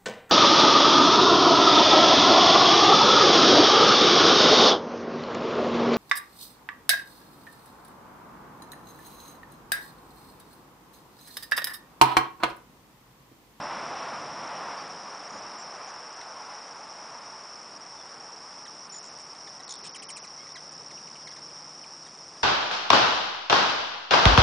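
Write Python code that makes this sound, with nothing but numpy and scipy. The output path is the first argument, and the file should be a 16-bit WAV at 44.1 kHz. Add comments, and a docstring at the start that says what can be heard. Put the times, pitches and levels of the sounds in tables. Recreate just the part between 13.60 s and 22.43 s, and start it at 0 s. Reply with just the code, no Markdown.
"""Tyre roar fills the start as a car rolls away down a street behind the fence, under a drone of cicadas.
The cicadas, a noise band plus ringing tymbal clicks, hold on in the backyard while the car's noise fades.
Hummingbirds at a feeder give falling overtone chips, swept ticks, pulsed rasps and thin sine whistles.
The fence scatters the calls, a machine hums far off, and air noise lies beneath.
One microphone feeds both channels."""
import sys
import numpy as np
from scipy import signal
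from scipy.fft import rfft, irfft, next_fast_len
from scipy.io import wavfile
from scipy.ndimage import uniform_filter1d, minimum_filter1d, map_coordinates

SR = 44100
rng = np.random.default_rng(int(sys.argv[2]) if len(sys.argv) > 2 else 0)


def wav_record(signal):
    """Record a signal, one row per channel, as 16-bit PCM in the file named by sys.argv[1]."""
    frames = np.transpose(np.atleast_2d(signal))
    bounded = np.clip(frames, -1, 1)
    # unit amplitude maps onto the largest positive 16-bit level
    quanta = np.round(bounded * 32767).astype(np.int16)
    wavfile.write(sys.argv[1], SR, quanta)


def convert_level_to_amplitude(level_db):
    """Map a level in decibels to its linear amplitude factor."""
    exponent = np.asarray(level_db, float) / 20
    return 10 ** exponent


N = 389398

# Spectrum shapes of the noise beds, levels relative: pitch_hz [Hz], level_db [dB per Hz]
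# far cicadas blurred together
CHORUS_SPECTRUM = [(4300, -23), (4750, -9.5), (5050, -3.5), (5320, 5), (5510, -5.5), (5750, -1),
                   (6000, -38), (6150, -57.5), (6600, -31)]
# tyre roar
TYRE_SPECTRUM = [(210, -46.5), (350, -21.5), (430, -10.5), (650, -3.5), (880, 1), (1150, 0.5), (1350, -3),
                 (1610, -8), (2360, -13.5), (4400, -25), (9000, -43)]
# a deeper note and a hiss of the tyres, heard only close by
CLOSE_TYRE_SPECTRUM = [(400, -31.5), (540, -1.5), (720, 2), (900, -19), (2000, -13.5), (3500, -17.5),
                       (5000, -37)]
# low rumble of the street
RUMBLE_SPECTRUM = [(25, -51), (50, -41), (80, -15.5), (112, -13), (157, -4), (267, -3), (419, -4.5),
                   (600, -7), (900, -44.5)]
# far town and microphone hiss
AIR_SPECTRUM = [(25, -46), (55, -28), (100, -12.5), (206, -9), (592, -5.5), (863, -3.5), (1200, -4.5),
                (1500, -10.5), (4200, -20.5), (6440, -17.5), (8000, -21.5), (9900, -21.5)]

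# Levels over time: time_s [s], level_db [dB]
# whole cicada chorus
CHORUS_LEVEL = [(0, -45.5), (1.5, -46), (1.8, -45), (3.3, -47), (6.2, -45.5), (7.2, -45), (8.83, -46.5)]
# tyre roar as the car leaves
TYRE_LEVEL = [(0, -36.5), (.2, -36.5), (.45, -36), (.7, -38), (.95, -37), (1.08, -38), (1.45, -42),
              (1.75, -41.5), (2.5, -43.5), (3.2, -45), (3.7, -47), (4.7, -50), (6.4, -53), (8.83, -57)]
# low rumble
RUMBLE_LEVEL = [(0, -47.5), (1.2, -50.5), (1.5, -58), (1.75, -51.5), (2.5, -61.5), (4.2, -60), (6.4, -60.5),
                (6.9, -65.5), (7.2, -57), (7.8, -62), (8.83, -61.5)]

# Nearer cicadas: tymbal_hz [Hz], ring_t60_s [s], click_pairs [per s],
# level_db [dB against the far chorus], throb_db [dB]
NEAR_CICADAS = [(5087, 0.018, 71.5, -9.5, 0.35), (5337, 0.037, 63, -13.5, -5), (5561, 0.063, 96, -5, 1.5),
                (5573, 0.0097, 69, -5, 1), (5714, 0.11, 75, -13, 2.5), (5854, 0.0039, 70.5, -11, 2.5)]
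# What the hollow abdomen radiates: pitch_hz [Hz], level_db [dB]
ABDOMEN = [(4200, -19.5), (4800, -3.5), (6020, 1), (6200, -13), (7000, -31)]

# Falling chips: start_s [s], length_s [s], start_hz [Hz], level_db [dB],
# treble_db [dB, strength of the treble partials]
CHIP_CALLS = [(2.611, .0085, 2310, -45.5, -13), (4.921, 0.0083, 1950, -59, -12),
              (5.056, 0.018, 2080, -52.5, -11.5), (5.34, .013, 2220, -53, -22),
              (5.489, 0.014, 2900, -58, -27), (5.596, .012, 2904, -57.5, -14),
              (5.7437, .016, 2400, -58, -11), (5.87, .012, 2321, -51, -14.5), (5.997, 0.016, 2240, -57, -8),
              (6.236, .016, 2194, -56, -10), (6.342, 0.027, 3540, -47.5, -1),
              (6.39, 0.0113, 2520, -52, -30), (6.42, 0.018, 3380, -47.5, 2), (6.487, .026, 3490, -49, 7),
              (6.559, .027, 3300, -50.5, 6), (6.634, .024, 3120, -53.5, -1.5),
              (6.866, .009, 2420, -52, -29), (6.953, 0.022, 2295, -49.5, -12),
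              (7.3061, .017, 2510, -52, -10.5), (7.373, .0099, 3520, -57, -30),
              (7.472, .014, 3077, -54.5, -19), (7.554, .016, 3170, -53, -9), (7.618, .012, 1900, -58, -12),
              (7.669, .016, 2339, -49.5, -13.5), (7.7113, 0.018, 2250, -58, -10),
              (7.7612, .013, 2320, -52.5, -10), (7.9009, .013, 3540, -60, -15),
              (7.964, 0.011, 2050, -59, -8), (8.233, .02, 3280, -51, -14), (8.464, .013, 2020, -56, -8),
              (8.766, .015, 2079, -54, -13)]
# Overtone strength from the beak: pitch_hz [Hz], level_db [dB]
BEAK_RESPONSE = [(1200, -3), (1800, 3), (4200, 6), (5000, -4), (6200, 0)]
# Runs of ticks: start_s [s], ticks [count, rounded], gap_s [s], level_db [dB], from_hz [Hz], to_hz [Hz]
TICK_RUNS = [(2.27, 4, .012, -51, 5900, 7500), (2.53, 1, .011, -52.5, 5990, 9000),
             (2.565, 2, .008, -55, 5940, 9050), (5.432, 5.5, .0111, -49, 6300, 8300),
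             (6.0812, 6, .0151, -38, 3386, 10200), (6.191, 1.07, .011, -49, 2575, 10070)]
# Rasps: start_s [s], length_s [s], level_db [dB], from_hz [Hz], to_hz [Hz]
RASP_CALLS = [(5.573, .05, -61, 6300, 10000), (6.071, 0.067, -60, 3450, 5200),
              (6.24, 0.041, -46.5, 2270, 9600), (7.11, .03, -62, 6300, 10100),
              (8.423, .06, -62, 3500, 9500)]
# Whistles: start_s [s], length_s [s], start_hz [Hz], end_hz [Hz], level_db [dB]
WHISTLE_CALLS = [(1.168, 0.051, 4740, 4640, -51), (1.675, 0.12, 6750, 6830, -59),
                 (1.975, .055, 7180, 7690, -57), (4.385, 0.0316, 3570, 3465, -57.5),
                 (5.314, 0.0754, 7030, 7050, -42.5), (6.78, 0.054, 2100, 2210, -57),
                 (6.789, .04, 3050, 3450, -60), (6.881, 0.054, 3450, 3780, -62)]
# A widely swinging whistle inside the loudest run of ticks, same columns
SQUEAL_CALLS = [(6.088, .042, 6350, 6030, -40)]

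# Far motor, then the car's engine note; each a list of time_s [s], pitch_hz [Hz], level_db [dB]
HUM_TRACKS = [
    [(5, 151, -70.5), (7.24, 152.7, -65.5), (8.83, 151, -66.5)],
    [(0, 64, -67), (1.1, 57.2, -80)],
]


def cicadas(level_db):
    """Far singers blur into a band of noise; near ones buckle two tymbals in turn, each click ringing the body."""
    chorus = rush(CHORUS_SPECTRUM, patchy_db=0.37)
    t = np.arange(SR // 10) / SR
    throb_hz = 8.3 + 0.21 * wobble(0.86)
    # one throb shared by all; a negative depth swells while the others sink
    throb = np.sin(2 * np.pi * np.cumsum(throb_hz) / SR)
    for tymbal_hz, t60_s, pairs, singer_db, throb_db in NEAR_CICADAS:
        clicks_per_s = 2 * pairs * (1 + 0.012 * wobble(1.5))
        count = np.floor(np.cumsum(clicks_per_s) / SR + rng.random())
        second_db = -5 * (count % 2)  # one tymbal faces away
        clicks = np.diff(count, prepend=count[0]) * convert_level_to_amplitude(second_db + 1.85 * rng.standard_normal(N))
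        # no two buckles start the ring alike
        clicks = clicks * np.exp(1j * 1.51 * rng.standard_normal(N))
        onset = 1 - np.exp(-t / 0.00029)
        ring = convert_level_to_amplitude(-60 * t / t60_s) * onset * np.exp(2j * np.pi * tymbal_hz * t)
        song = coloured(signal.fftconvolve(clicks, ring)[:N].real, ABDOMEN)
        chorus += convert_level_to_amplitude(singer_db + throb_db * throb + 0.6 * wobble(0.66)) * unit(song)
    return convert_level_to_amplitude(level_db) * unit(chorus)


def street(tyre_db, rumble_db):
    """Tyre roar with a close component that fades faster than it, and a low rumble, all as shaped noise."""
    close_db, close_slope = -45.5, 1.82  # level at the car's loudest; dB lost per dB of roar
    roar = convert_level_to_amplitude(tyre_db + 0.83 * wobble(7.2)) * rush(TYRE_SPECTRUM, patchy_db=0.53)
    close_db = close_db + close_slope * (tyre_db - tyre_db.max())
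    close = convert_level_to_amplitude(close_db) * rush(CLOSE_TYRE_SPECTRUM, patchy_db=1.0)
    rumble = convert_level_to_amplitude(rumble_db) * rush(RUMBLE_SPECTRUM, patchy_db=1.1)
    return roar + close + rumble


def hummingbirds():
    """All calls around the feeder, each voice mixed into one track."""
    track = np.zeros(N + SR)  # spare second for calls near the end
    for call in (chips, ticks, rasps, whistles):
        call(track)
    return track[:N]


def chips(track):
    """Falling overtone stacks; the tiny membranes flutter in strength and pitch."""
    slack_hz, drop_left, sag_s = 1256, 0.52, 0.035  # pitch falls toward slack, further in longer chips
    for start_s, length_s, start_hz, level_db, treble_db in CHIP_CALLS:
        end_hz = slack_hz + (start_hz - slack_hz) * drop_left * np.exp(-length_s / sag_s)
        # the second partial is stronger in bright chips, weaker in high ones
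        second_db = 6 + 0.34 * treble_db - 2.5 * start_hz / 1e3
        t, swell = arch(length_s, sharp=0.36)
        knots = np.array([t, t + 0.038]) * 380  # two stretches of one random curve
        pitch_flutter, level_flutter = map_coordinates(rng.standard_normal(32), [knots])
        hz = start_hz * (end_hz / start_hz) ** (t / length_s) * (1 + 0.027 * pitch_flutter)
        breath = convert_level_to_amplitude(level_db + treble_db - 8.5) * swell * band(6300, 10000, len(t))
        add(track, start_s + 0.39 * length_s, breath)
        response = BEAK_RESPONSE + [(7200, treble_db), (9800, treble_db), (11000, -41.5)]
        for k in range(1, 7):
            strength_db = along(response, k * hz) + second_db * (k == 2) + 2.9 * level_flutter
            cycles = k * np.cumsum(hz) / SR + rng.random()
            add(track, start_s, convert_level_to_amplitude(level_db + strength_db) * swell * np.sin(2 * np.pi * cycles))


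def ticks(track):
    """Each tick is a short dip and a very fast upward sweep with a puff of air; a run swells and fades."""
    for first_s, ticks_in_run, gap_s, level_db, from_hz, to_hz in TICK_RUNS:
        count = round(ticks_in_run)
        for k in range(count):
            tick_s = first_s + k * gap_s
            size = convert_level_to_amplitude(level_db) * np.sin(np.pi * (k + 0.5) / count) ** 0.31
            t, swell = arch(0.008, sharp=0.3)
            corners_s = [0, 0.0058, 0.008]
            hz = np.interp(t, corners_s, [from_hz + 1500, from_hz, to_hz])
            # a soft dip, then strongest near the top of the snap
            tilt = convert_level_to_amplitude(np.interp(t, corners_s, [-16, -4, 1]))
            cycles = np.cumsum(hz) / SR + rng.random()
            add(track, tick_s - 0.0068, size * swell * tilt * np.sin(2 * np.pi * cycles))
            t, swell = arch(0.0049, sharp=1.5)
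            puff = convert_level_to_amplitude(-0.3) * size * swell * band(from_hz, to_hz, len(t))
            add(track, tick_s - 0.004, puff)


def rasps(track):
    """The bird's air chopped by its voice: band noise pulsed at a steady rate."""
    pulses_per_s = 176
    for start_s, length_s, level_db, from_hz, to_hz in RASP_CALLS:
        t, swell = arch(length_s, sharp=0.19)
        pulse_db = -4.0 * np.cos(2 * np.pi * pulses_per_s * t)
        add(track, start_s, convert_level_to_amplitude(level_db + pulse_db) * swell * band(from_hz, to_hz, len(t)))


def whistles(track):
    """Thin gliding whistles with a slight warble, and a squeal that swings widely, a little slower than the ticks come."""
    for start_s, *shape in WHISTLE_CALLS:
        add(track, start_s, whistle(*shape, swing=0.015, swings_per_s=50.5))
    for start_s, *shape in SQUEAL_CALLS:
        add(track, start_s, whistle(*shape, swing=0.145, swings_per_s=61))


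def whistle(length_s, start_hz, end_hz, level_db, swing, swings_per_s):
    """A gliding sine that warbles in pitch, by a share of it, and flutters in level."""
    t, swell = arch(length_s, sharp=0.13)
    glide_hz = start_hz + (end_hz - start_hz) * t / length_s
    hz = glide_hz * (1 + swing * np.cos(2 * np.pi * swings_per_s * t))
    flutter_db = 1.6 * map_coordinates(rng.standard_normal(32), [t * 170])
    return convert_level_to_amplitude(level_db + flutter_db) * swell * np.sin(2 * np.pi * np.cumsum(hz) / SR)


def fence(calls):
    """A short scattered answer from fence boards and posts: a decaying noise tail."""
    t = np.arange(SR // 8) / SR
    tail = rng.standard_normal(len(t)) * convert_level_to_amplitude(-60 * t / 0.15) * (t > 0.003)
    return signal.fftconvolve(calls, tail / np.linalg.norm(tail))[:N]


def hums():
    """Unsteady sines: a far motor sets in late; the car's engine note sinks away early."""
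    out, t = np.zeros(N), np.arange(N) / SR
    for rows in HUM_TRACKS:
        hz, level_db = curves(rows)
        on = (t >= rows[0][0]) & (t <= rows[-1][0])
        tone = np.sqrt(2) * np.sin(2 * np.pi * np.cumsum(hz) / SR)  # rms 1
        out += on * convert_level_to_amplitude(level_db + 0.45 * wobble(3.5)) * tone
    return out


def yard_air():
    """Steady noise of the far town and the microphone's hiss."""
    return convert_level_to_amplitude(-52) * rush(AIR_SPECTRUM, patchy_db=0.4)


def unit(x):
    """Scaled to rms 1."""
    return x / np.sqrt(np.mean(x ** 2))


def along(points, hz):
    """(Hz, value) points read on a log frequency axis."""
    f, v = np.transpose(points)
    return np.interp(np.log(hz + 1), np.log(f + 1), v)


def curves(rows):
    """One value per sample for each column after the time."""
    time_s, *cols = np.transpose(rows)
    return [np.interp(np.arange(N) / SR, time_s, c) for c in cols]


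def wobble(rate):
    """A smooth random curve, rate knots a second."""
    knots = rng.standard_normal(int(N * rate / SR) + 4)
    return map_coordinates(knots, [np.arange(N) * rate / SR])


def coloured(x, spectrum):
    """x through a spectrum of (Hz, dB) points."""
    m = next_fast_len(len(x) + SR // 4)
    gain = convert_level_to_amplitude(along(spectrum, np.fft.rfftfreq(m, 1 / SR)))
    return irfft(rfft(x, m) * gain, m)[:len(x)]


def rush(spectrum, patchy_db):
    """Coloured noise of rms 1 with patches of random gain over time and pitch."""
    z = signal.stft(rng.standard_normal(N), nperseg=512)[2]
    field = uniform_filter1d(rng.standard_normal(z.shape), size=5, axis=0)
    field = uniform_filter1d(field, size=12, axis=1)
    patchy = signal.istft(z * convert_level_to_amplitude(patchy_db * unit(field)), nperseg=512)[1][:N]
    return unit(coloured(patchy, spectrum))


def band(from_hz, to_hz, length):
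    """A burst of noise of rms 1 between two frequencies, length in samples."""
    edges = [(0.95 * from_hz, -30), (from_hz, 0), (to_hz, -3), (0.95 * to_hz, -30)]
    return unit(coloured(rng.standard_normal(length), edges))


def add(track, start_s, sound):
    """Mixes a sound in at start_s seconds."""
    track[round(start_s * SR):][:len(sound)] += sound


def arch(length_s, sharp):
    """Times, and a swell that starts and ends at nothing."""
    t = np.arange(round(length_s * SR)) / SR
    return t, np.sin(np.pi * t / length_s) ** sharp


def starved(x, from_hz, below_db, reach_s):
    """Above from_hz, a band drops out while it lies far below its own loudest moment close by."""
    hz, t, z = signal.stft(x, SR, nperseg=256)
    hz = hz[:, None]
    power = uniform_filter1d(np.abs(z) ** 2, size=5, axis=0)
    power = np.abs(uniform_filter1d(power, size=2, axis=1)) + 1e-16
    steady = uniform_filter1d(power, size=3, axis=1)
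    frames = 2 * int(reach_s / t[1]) + 1
    loudest = -minimum_filter1d(-steady, size=frames, axis=1)
    allowed_db = below_db - 6 * (hz < 4700) - 0.73 * (hz < 6100)  # the middle of the range is spared more
    excess_db = 10 * np.log10(power / loudest) - allowed_db
    kept = 1 / (1 + np.exp(-np.clip(excess_db / 0.43, -30, 30)))
    return signal.istft(z * np.where(hz > from_hz, kept, 1), SR, nperseg=256)[1][:N]


def scene():
    """All sources at one microphone, the same signal in both channels."""
    birds = hummingbirds()
    mono = cicadas(*curves(CHORUS_LEVEL)) + street(*curves(TYRE_LEVEL), *curves(RUMBLE_LEVEL))
    mono += birds + convert_level_to_amplitude(-6) * fence(birds) + hums() + yard_air()
    return np.array([mono, mono])


def low_pass(x):
    """Removes everything above the highest recorded frequency."""
    return signal.sosfilt(signal.butter(12, 10270, fs=SR, output="sos"), x)


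def record(dry):
    """One channel, its weak bands thinned and its top cut off, fed to both sides."""
    mono = starved(dry[0], from_hz=2670, below_db=-5.5, reach_s=0.027)
    mono = coloured(mono, [(10009, 0), (10159, -45)])
    return low_pass(np.array([mono, mono]))


dry = scene()
out = record(dry)
wav_record(out)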